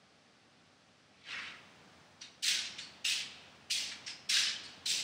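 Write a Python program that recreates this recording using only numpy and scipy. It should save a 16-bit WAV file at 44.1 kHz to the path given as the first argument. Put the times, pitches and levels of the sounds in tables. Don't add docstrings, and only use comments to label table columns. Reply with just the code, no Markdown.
import sys
import numpy as np
from scipy import signal
from scipy.fft import rfft, irfft, next_fast_len
from scipy.io import wavfile
from scipy.ndimage import uniform_filter1d

SR = 44100
rng = np.random.default_rng(int(sys.argv[2]) if len(sys.argv) > 2 else 0)


def log_audio(samples):
    frames = np.atleast_2d(samples).T
    limited = np.clip(frames, -1, 1)
    pcm = np.round(limited * 32767).astype(np.int16)
    wavfile.write(sys.argv[1], SR, pcm)


N = 221955
TIME = np.arange(N) / SR
SIZE = next_fast_len(N, real=True)
FREQ = np.maximum(np.arange(SIZE // 2 + 1) * SR / SIZE, 1)
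TOP_HZ = 15650


# (time [s], mid-band peak level [dB], swell [dB], time to peak [s], fade [dB/s], length [s],
#         rasp gain [dB], time to lie flat [s], treble gain [dB], heel level [dB], heel resonance [Hz])
STEPS = [(2.431, -28.5, 6.5, 0.055, 88.5, 0.23, -14.5, 0.019, -6.5, -46, 3020),
         (3.051, -32, 2.5, 0.05, 77, 0.16, -16.5, 0.01, -6.5, -31.5, 2780),
         (3.705, -32, 10, 0.0067, 63, 0.19, -18.5, 0.042, -6.5, -33, 2820),
         (4.297, -29, 2.5, 0.082, 66, 0.2, -12.5, 0.0021, -8.5, -31, 5550),
         (4.862, -30.5, 8.5, 0.037, 57, 0.14, -22, 0.034, -5.5, -32, 4160)]
# (frequency [Hz], bandwidth [Hz], boost [dB], low cutoff [Hz])
SOLE_RESONANCES = [(3670, 500, 2.5, 1470), (3080, 3000, 5.5, 1300), (4640, 800, 1.5, 1770),
                   (3950, 420, 2.5, 1250), (5010, 1200, 2, 1600)]
# (frequency [Hz], relative level [dB])
SCUFF_SPECTRUM = [(530, -51), (900, -64), (1050, -28), (1330, -23.5), (1880, -14.5), (2070, -10.5),
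                  (2570, -1.5), (3800, 0.5), (5910, -2), (6980, -5.5), (7960, -6.5), (10600, -17.5),
                  (11900, -24), (13600, -30.5), (15500, -42)]

def scuffs():
    grit = slips(rate=18000, spread_db=0, judder_db=-2)
    grit = unit(grit + undb(-8.5) * squeaks(rate=820, decay_s=0.0034, spread_db=6))
    spectrum_db = along(SCUFF_SPECTRUM, FREQ) + 15.5 * above(11830, order=16)
    flatten_db_per_s, dull_db_per_s, sizzle_fade_db_per_s = 14, 50.5, 230
    out = 0
    for step, (hz, width_hz, boost_db, cutoff_hz) in zip(STEPS, SOLE_RESONANCES):
        start, peak_db, swell_db, peak_s, fade_db_per_s, length_s, rasp_db, flat_s, grit_db, *_ = step
        age = np.clip(TIME - start, 0, length_s)
        sole_db = boost_db * bell(hz, width_hz) + 10 * np.log10(above(cutoff_hz, order=12))
        held_db = 18 * np.clip(1 - age / flat_s, 0, 1)
        low_db = rasp_db + flatten_db_per_s * age - held_db
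        treble_db = grit_db - dull_db_per_s * age
        sizzle_db = 1 - sizzle_fade_db_per_s * np.maximum(age - 0.135, 0)
        friction = rub(grit, spectrum_db + sole_db, low_db, treble_db, sizzle_db)
        level_db = peak_db + skid(age, swell_db, peak_s, fade_db_per_s)
        out = out + friction * undb(level_db) * contact(start, length_s, bite_s=0.008, lift_s=0.028)
    return out


def heels():
    grit = slips(rate=20000, spread_db=-0.5, judder_db=-1)
    lead_s = 0.0059
    return sum(undb(db) * pulse(start - lead_s, rise_s=0.0078, decay_s=0.01)
               * resonate(grit, hz, width_hz=610, boost_db=18.5) for start, *_, db, hz in STEPS)


SLIDE_START_S = 1.2264
# (frequency [Hz], relative level [dB])
SLIDE_SPECTRUM = [(290, -41), (500, -16), (579, -45), (627, -32), (898, -16.5), (1340, -2), (2970, -6.5),
                  (5330, -15), (6960, -25), (8490, -26), (10600, -36), (12000, -53), (15600, -88),
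                  (22000, -120)]

def slide():
    grit = slips(rate=3200, spread_db=-1, judder_db=2)
    grit = unit(grit + undb(-4) * squeaks(rate=770, decay_s=0.0039, spread_db=2))
    spectrum_db = along(SLIDE_SPECTRUM, FREQ) + 3 * bell(2300, 400) - 5 * bell(730, 300)
    spectrum_db -= 6 * above(15000, order=16)
    length_s = 0.25
    age = np.clip(TIME - SLIDE_START_S, 0, length_s)
    low_db = -1.5 + skid(age, swell_db=18, peak_s=0.12, fade_db_per_s=9)
    level_db = -44 + skid(age, swell_db=21, peak_s=0.069, fade_db_per_s=26.5)
    friction = rub(grit, spectrum_db, low_db, treble_db=-24, sizzle_db=-4)
    return friction * undb(level_db) * contact(SLIDE_START_S, length_s, bite_s=0.15, lift_s=0.056)


# (time [s], level [dB], rise [s], decay [s], resonance [Hz], boost [dB])
TOE_TAPS = [(1.264, -45, 0.037, 0.043, 2920, 32), (2.207, -43, 0.015, .008, 4500, 12),
            (2.779, -37, 0.013, .01, 3040, 9.5), (3.91, -40, 0.012, 0.012, 1980, 9),
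            (4.061, -35.5, 0.01, 0.0095, 5430, 15), (4.074, -43, 0.0067, 0.023, 2700, 11),
            (4.555, -37, .007, 0.008, 3120, 39), (4.633, -47, 0.0052, 0.048, 4560, 9.5)]

def taps(grit):
    return sum(undb(db) * pulse(start, rise_s, decay_s)
               * resonate(grit, hz, width_hz=1260, boost_db=boost_db)
               for start, db, rise_s, decay_s, hz, boost_db in TOE_TAPS)


# (time [s], level [dB], decay [s], resonance [Hz])
RUBBER_CHIRPS = [(2.211, -56.5, 0.03, 2800), (2.222, -48.5, 0.024, 3900), (2.680, -52, 0.046, 5450),
                 (2.781, -75, 0.049, 8300), (2.797, -44.5, 0.043, 4400), (3.195, -48, 0.04, 2820),
                 (4.08, -52, 0.0085, 3600), (4.088, -44.5, 0.032, 5080)]

def chirps(grit):
    return sum(undb(db) * pulse(start, rise_s=0.02, decay_s=decay_s)
               * resonate(grit, hz, width_hz=620, boost_db=18.5)
               for start, db, decay_s, hz in RUBBER_CHIRPS)


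# (frequency [Hz], relative level [dB])
TREAD_SPECTRUM = [(40, -25), (100, -14), (250, -31), (800, 1), (1600, 9.5), (3000, 8.5), (8000, -61)]

def treads():
    lag_s, under_step_db = 0.068, 28
    load = sum(undb(db - under_step_db) * pulse(start + lag_s, rise_s=0.039, decay_s=0.3)
               for start, db, *_ in STEPS)
    return noise(TREAD_SPECTRUM) * load


# (frequency [Hz], relative level [dB])
CONTACT_SPECTRUM = [(500, -5), (1100, -6), (2000, 2), (3000, -0.5), (5000, 0.5), (6500, -3.5), (8500, -8.5),
                    (11000, -24.5), (15000, -39)]

def resonate(grit, hz, width_hz, boost_db):
    spectrum_db = along(CONTACT_SPECTRUM, FREQ) + boost_db * bell(hz, width_hz)
    return unit(shape(grit, undb(spectrum_db) * above(1150, order=6)))


def rub(grit, spectrum_db, low_db, treble_db, sizzle_db):
    low_hz, mid_hz, treble_hz, sizzle_hz = 1000, 1950, 7000, 11000
    gain = undb(spectrum_db)
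    mid, treble, sizzle = above(mid_hz, order=12), above(treble_hz, order=7), above(sizzle_hz, order=24)
    bands = [(1 - mid, low_hz, mid_hz, low_db),
             (mid - treble, mid_hz, treble_hz, 0),
             (treble * (1 - sizzle), treble_hz, sizzle_hz, treble_db),
             (treble * sizzle, treble_hz, sizzle_hz, treble_db + sizzle_db)]
    out = 0
    for share, from_hz, to_hz, band_db in bands:
        reference_rms = np.sqrt(np.mean(gain ** 2 * (FREQ > from_hz) * (FREQ < to_hz)))
        out = out + shape(grit, share * gain) / reference_rms * undb(band_db)
    return out


def slips(rate, spread_db, judder_db):
    size = undb(spread_db * np.minimum(rng.exponential(size=N), 3.5))
    polarity = rng.choice([-1, 1], N)
    released = rng.random(N) < rate / SR
    judder = undb(judder_db * np.tanh(wander(260)))
    return unit(size * polarity * released * judder)


def squeaks(rate, decay_s, spread_db):
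    start, pitch, chance, lot = rng.random((6000, 4)).T[:, :, None]
    live = lot[:, 0] < rate * N / SR / len(lot)
    age = TIME[:SR // 40]
    size = undb(-spread_db * np.log(np.maximum(chance[live], 0.04)))
    rings = size * np.sin(2 * np.pi * TOP_HZ * pitch[live] * age) * age * np.exp(-age / decay_s)
    samples = (start[live] * N).astype(int) + np.arange(len(age))
    return unit(np.bincount(samples.ravel(), rings.ravel(), N)[:N])


def skid(age, swell_db, peak_s, fade_db_per_s):
    return -swell_db * np.clip(1 - age / peak_s, 0, 1) - fade_db_per_s * np.maximum(age - peak_s, 0)


def contact(start, length_s, bite_s, lift_s):
    grip = np.clip((TIME - start) / bite_s + 1, 0, 1)
    return grip * np.exp(-np.maximum(TIME - start - length_s, 0) / lift_s)


def pulse(start, rise_s, decay_s):
    age = TIME - start
    return np.clip(age / rise_s, 0, 1) * np.exp(-np.maximum(age - rise_s, 0) / decay_s)


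# (frequency [Hz], reverberation time [s])
REVERB_TIMES = [(200, 4.6), (1500, 0.97), (3000, 1.05), (6000, 0.69), (12000, 0.21)]

def room(x, early_db, early_t60, late_db):
    age = TIME[:2 * SR]
    echoes = rng.standard_normal(len(age)) * (rng.random(len(age)) < 2500 / SR)
    echoes *= undb(-60 * age / early_t60) * (age > 0.002)
    echoes = shape(unit(echoes), 1 - above(14400, order=6))
    diffuse, tail = rng.standard_normal(len(age)), 0
    centres, t60s = np.transpose(REVERB_TIMES)
    for t60, weights in zip(t60s, np.eye(len(centres))):
        band = np.interp(np.log(FREQ), np.log(centres), weights)
        tail = tail + shape(diffuse, band) * undb(-60 * age / t60)
    build_up = np.minimum(age / 0.072, 1)
    tail = shape(tail, 1 - above(11500, order=12)) * build_up
    response = (undb(early_db) * echoes + undb(late_db) * unit(tail)) / np.sqrt(len(age))
    response[0] += 1
    energy = 1 + undb(early_db) ** 2 + undb(late_db) ** 2
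    return signal.fftconvolve(x, response)[:N] / np.sqrt(energy)


# (frequency [Hz], relative level [dB])
RUMBLE_SPECTRUM = [(25, -29), (55, -19.5), (85, -0.5), (120, -2), (220, 0.5), (380, -5.5), (750, -3.5),
                   (1100, -5.5), (2500, -10.5), (6000, -17), (12000, -33)]

def rumble():
    rest_db, swell_db = -75.5, -57.5
    moves = [SLIDE_START_S] + [step[0] for step in STEPS]
    stirred = sum(pulse(start, rise_s=0.092, decay_s=0.97) ** 2 for start in moves)
    amplitude = np.sqrt(undb(rest_db) ** 2 + undb(swell_db) ** 2 * stirred)
    return amplitude * undb(0.8 * wander(3.9)) * noise(RUMBLE_SPECTRUM)


# (frequency [Hz], relative level [dB])
HISS_SPECTRUM = [(15, -76), (25, -58), (84, -5), (118, -6), (203, -2.5), (298, -5.5), (340, -10.5),
                 (397, -9.5), (797, -9), (979, -16.5), (1110, -11), (4860, -16), (12000, -35), (15600, -71),
                 (22000, -120)]

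def hiss():
    return undb(-65) * shape(noise(HISS_SPECTRUM), 1 - above(12000, order=12))


def noise(spectrum):
    return unit(shape(rng.standard_normal(N), undb(along(spectrum, FREQ))))


def wander(rate):
    hold = int(SR / rate)
    levels = np.repeat(rng.standard_normal(N)[:N // hold + 1], hold)
    return 1.2 * uniform_filter1d(levels, hold)[:N]


def shape(x, gain):
    return irfft(rfft(x, SIZE) * gain, SIZE)[:len(x)]


def bell(hz, width_hz):
    return 1 / (1 + (2 * (FREQ - hz) / width_hz) ** 2)


def above(hz, order):
    return 1 / (1 + (hz / FREQ) ** order)


def along(points, hz):
    frequencies, values = np.transpose(points)
    return np.interp(np.log(hz), np.log(frequencies), values)


def undb(db):
    return 10 ** (np.asarray(db) / 20)


def unit(x):
    return x / np.sqrt(np.mean(x ** 2))


STRIDE_TIMES = [0, 2.1, 2.95, 3.6, 4.2, 4.75, 5.1]

def scene():
    shoes = scuffs() + slide()
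    grit = slips(rate=5500, spread_db=1, judder_db=-1)
    grit = unit(grit + undb(-4.5) * squeaks(rate=700, decay_s=0.0024, spread_db=7))
    shoes += taps(grit) + chirps(grit) + treads() + heels()
    heard = sum(room(shoes * (TIME >= start) * (TIME < end), early_db=-6, early_t60=0.34, late_db=-15)
                for start, end in zip(STRIDE_TIMES, STRIDE_TIMES[1:]))
    return (heard + hiss() + rumble())[None]


def record(dry):
    dips = undb(-5 * bell(6900, 240) - 64 * bell(12180, 824))
    low_pass = signal.ellip(10, 0.2, 70, TOP_HZ, fs=SR, output="sos")
    return signal.sosfilt(low_pass, shape(dry[0], dips))[None]


dry = scene()
out = record(dry)
log_audio(out)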